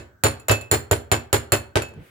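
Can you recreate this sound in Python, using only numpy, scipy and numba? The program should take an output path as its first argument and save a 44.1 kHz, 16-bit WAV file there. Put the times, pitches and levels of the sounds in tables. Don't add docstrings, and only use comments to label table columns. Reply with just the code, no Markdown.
import sys
import numpy as np
from scipy import signal
from scipy.fft import rfft, irfft
from scipy.io import wavfile
from scipy.ndimage import uniform_filter1d
from numba import njit

SR = 44100
rng = np.random.default_rng(int(sys.argv[2]) if len(sys.argv) > 2 else 0)


def to_wav(sig):
    pcm = np.clip(np.atleast_2d(sig), -1, 1) * 32767
    pcm = np.round(pcm).astype(np.int16)
    wavfile.write(sys.argv[1], SR, pcm.T)


def elevation(decibels):
    levels = np.asarray(decibels, float)
    return 10 ** (levels / 20)


N = 92610
LEAD = 8192
RING = 24000

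# frequency in Hz, left-right likeness from -1 to 1.
LIKENESS = [(60, .9), (320, .93), (600, .3), (1200, -.1), (3000, .15), (12000, .05)]


def table(points, hz):
    p = np.array(points, float)
    return np.interp(np.log(np.maximum(hz, 1)), np.log(np.maximum(p[:, 0], 1)), p[:, 1])


def pair(size):
    hz = np.arange(size // 2 + 1) * SR / size
    alike = np.clip(table(LIKENESS, hz), -.9, 1)
    mid, side = rfft(rng.standard_normal((2, size)))
    opposite = np.array([[1], [-1]])
    return hz, (np.sqrt(1 + alike) * mid + np.sqrt(1 - alike) * side * opposite) / np.sqrt(2)


def unit_rms(x):
    return x / np.sqrt(np.mean(x ** 2))


def coloured(points, size):
    hz, spec = pair(size)
    return unit_rms(irfft(spec * elevation(table(points, hz)), size))


def narrow(hz, width):
    f, spec = pair(N)
    return unit_rms(irfft(spec / (1 + ((f - hz) / width) ** 2), N))


def ring(modes, scatter_db, detune, rise_s, turn_rad=2.0, burst_db=-60, twin_db=-12, spread=.0013):
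    hz, db, t60 = np.array(modes, float).T[:, :, None]
    t = np.arange(RING) / SR
    chance = rng.standard_normal((6, len(modes), 1))
    turn = np.arccos(np.clip(table(LIKENESS, hz), -1, 1)) / 2 * np.sign(chance[3])
    rise = (1 - np.exp(-t / rise_s)) ** 2
    fade = elevation(-60 * t / np.maximum(t60, .01)) + elevation(burst_db - 60 * t / .035)
    twins = sum(np.sin(2 * np.pi * hz * spread * c * t + 9 * c) for c in chance[4:])
    size = elevation(db + scatter_db * chance[0]) * rise * fade * (1 + elevation(twin_db) * twins)
    phase = 2 * np.pi * hz * (1 + detune * chance[1]) * t + turn_rad * chance[2]
    return np.array([np.sum(size * np.sin(phase + s * turn), axis=0) for s in (1, -1)])


def blows():
    # start in seconds, then crack, bench, hammer head and cylinder levels in dB.
    blow_rows = [
        (.2368, -14, -14.5, -17, -30),
        (.4832, -26.5, -49.5, -30, -38.5),
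        (.4955, -16.5, -17, -43, -18),
        (.5136, -26, -24, -24, -38),
        (.7132, -16, -16, -15.5, -37.5),
        (.9119, -20.5, -17, -25, -44.5),
        (1.1157, -18, -18, -23.5, -28),
        (1.3286, -16.5, -18, -20, -46),
        (1.5205, -18, -18, -21, -26),
        (1.7562, -19.5, -17.5, -44.5, -46.5),
    ]
    # start in seconds, then the same four levels in dB.
    touch_rows = [
        (-.07, -23, -23.5, -33, -33),
        (0.397, -56.5, -83, -56, -52),
        (.611, -47, -48.5, -47.5, -39.5),
        (1.82, -36, -42.5, -41.5, -28),
        (1.885, -54.5, -64.5, -62, -65),
        (1.937, -61.5, -78, -73, -72),
    ]
    out = np.zeros((2, LEAD + N + RING))
    for s, crack_db, bench_db, head_db, cylinder_db in list(blow_rows) + list(touch_rows):
        i = LEAD + int(s * SR)
        out[:, i:i + RING] += (elevation(crack_db + 4) * crack()
                               + elevation(bench_db) * bench()
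                               + elevation(head_db) * hammer_head()
                               + elevation(cylinder_db - 2) * cylinder())
    return out


def crack():
    # frequency in Hz, level in dB per Hz.
    crack_colour = [(210, -38), (340, 6.5), (1500, 1), (3200, -6), (5500, -12.5), (9000, -15), (12500, -23),
                    (14000, -63)]
    crack_s, rattle_db, rattle_hold_s, rattle_s = .0025, -4, .021, .017
    flutter_db, flutter_s = 3, .002
    t = np.arange(RING) / SR
    k = int(flutter_s * SR)
    flutter = elevation(flutter_db * np.sqrt(k) * uniform_filter1d(rng.standard_normal(RING), k))
    rattle = flutter / np.sqrt(1 + np.exp(np.minimum(2 * (t - rattle_hold_s) / rattle_s, 60)))
    return coloured(crack_colour, RING) * (np.exp(-t / crack_s) + elevation(rattle_db) * rattle)


def hammer_head():
    # frequency in Hz, level in dB, 60 dB decay time in seconds.
    head_modes = [(4312, -10, .2), (7098, 0, .16), (7176, -3, .17), (7290, -4, .12), (7520, -9, .07),
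                  (8050, -12, .12), (8769, -10, .19), (9545, -14, .1), (10800, -6, .16), (11700, -16, .1),
                  (12375, -9, .15), (12557, -9, .15), (14910, -10, .16), (15700, -22, .05)]
    # frequency in Hz, level in dB per Hz.
    tick_colour = [(1000, -20), (5000, -8), (8000, -2), (12500, -3), (13800, -20), (15200, -9),
                   (17000, -22)]
    tick_db, tick_s = 2, .003
    tick = elevation(tick_db) * coloured(tick_colour, RING) * np.exp(-np.arange(RING) / SR / tick_s)
    return tick + ring(head_modes, scatter_db=2, detune=.0006, rise_s=.0003, turn_rad=1.33,
                       burst_db=8, twin_db=-7, spread=.01)


def cylinder():
    # frequency in Hz, level in dB, 60 dB decay time in seconds.
    cylinder_modes = [(1530, -6, .02), (2606, 0, .24), (2648, -12, .18)]
    return ring(cylinder_modes, scatter_db=2, detune=.0006, rise_s=.0003)


def bench():
    # frequency in Hz, level in dB, 60 dB decay time in seconds.
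    bench_modes = [(72.1, -10, 0.41), (85.14, -11, 0.41), (99.2, 12, 0.08), (103.3, -4.5, .3),
                   (131.1, -7, 0.27), (236.2, -11.5, 0.34), (305, -6.5, 0.21), (341.2, 1.5, 0.14),
                   (405.5, 5.5, 0.12), (450, 0.5, .11), (565, 0, 0.14), (632.2, 0, 0.12), (885, -9, .15),
                   (1539, -2, .12)]
    return ring(bench_modes, scatter_db=1.2, detune=.008, rise_s=.004, turn_rad=.3,
                burst_db=-66, twin_db=-18, spread=.08)


def room(x):
    # frequency in Hz, 60 dB decay time in seconds.
    room_t60 = [(100, 0.69), (400, 0.42), (1100, 0.4), (2900, 0.32), (7700, 0.22), (15000, 0.2)]
    rise_s, low_hz = .018, 205
    hz, spec = pair(RING)
    t, echo = np.arange(RING) / SR, 0
    rise = 1 - np.exp(-t / rise_s)
    for octave in 60 * 2. ** np.arange(9):
        t60 = table(room_t60, octave)
        band = np.clip(1 - np.abs(np.log2(np.maximum(hz, 1) / octave)), 0, 1)
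        noise = irfft(spec * band * hz / np.hypot(hz, low_hz), RING)
        tail = noise * elevation(-60 * t / t60) * rise
        echo = echo + tail / np.sqrt(t60 * SR / 14)
    return signal.fftconvolve(x, echo, axes=1)[:, :x.shape[1]]


def shop():
    # frequency in Hz, level in dB per Hz.
    shop_colour = [(18, -44), (30, -14), (109, -1), (1010, -24), (1540, -8), (2290, -38), (7670, -36),
                   (9460, -51), (16000, -28)]
    # frequency in Hz, level in dB.
    whine = [(1530, -73), (6000, -88), (7800, -86)]
    # centre in seconds, length in seconds, centre in Hz, level in dB.
    shuffles = [
        (1.923, 0.024, 450, -49),
        (1.991, 0.039, 132, -38),
        (2.006, 0.072, 410, -52),
        (2.052, 0.12, 2040, -57),
        (2.067, 0.052, 10900, -63),
    ]
    t = np.arange(N) / SR
    out = elevation(-60) * coloured(shop_colour, N)
    for hz, db in whine:
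        out = out + elevation(db) * narrow(hz, 60.)
    for s, length, hz, db in shuffles:
        swell = np.exp(-((t - s) / length) ** 2)
        out = out + elevation(db) * swell * narrow(hz, 0.54 * hz)
    return out


def scene():
    dry = blows()
    room_db, pan_db = -12.5, -1.2
    hits = (dry + elevation(room_db) * room(dry))[:, LEAD:LEAD + N]
    return hits * elevation(np.array([[pan_db], [-pan_db]]) / 2) + shop()


@njit
def follow(x, release):
    e, out = 0., np.empty(len(x))
    for i in range(len(x)):
        e = max(x[i], e * release)
        out[i] = e
    return out


def low_pass(x):
    return signal.sosfilt(signal.butter(12, 17110, fs=SR, output="sos"), x)


def record(dry):
    low_hz, top_hz = 50, 16200
    limit_db, ratio, release_s = -4, 4, .02
    x = signal.sosfilt(signal.butter(2, low_hz, "high", fs=SR, output="sos"), dry)
    ahead = np.roll(np.abs(x).max(axis=0), -24)
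    peak = follow(ahead, np.exp(-1 / (release_s * SR)))
    gain = np.minimum(1, elevation(limit_db) / (peak + 1e-9)) ** (1 - 1 / ratio)
    x = x * uniform_filter1d(gain, size=48)
    x = signal.sosfilt(signal.butter(10, top_hz, fs=SR, output="sos"), x)
    return low_pass(x)


dry = scene()
out = record(dry)
to_wav(out)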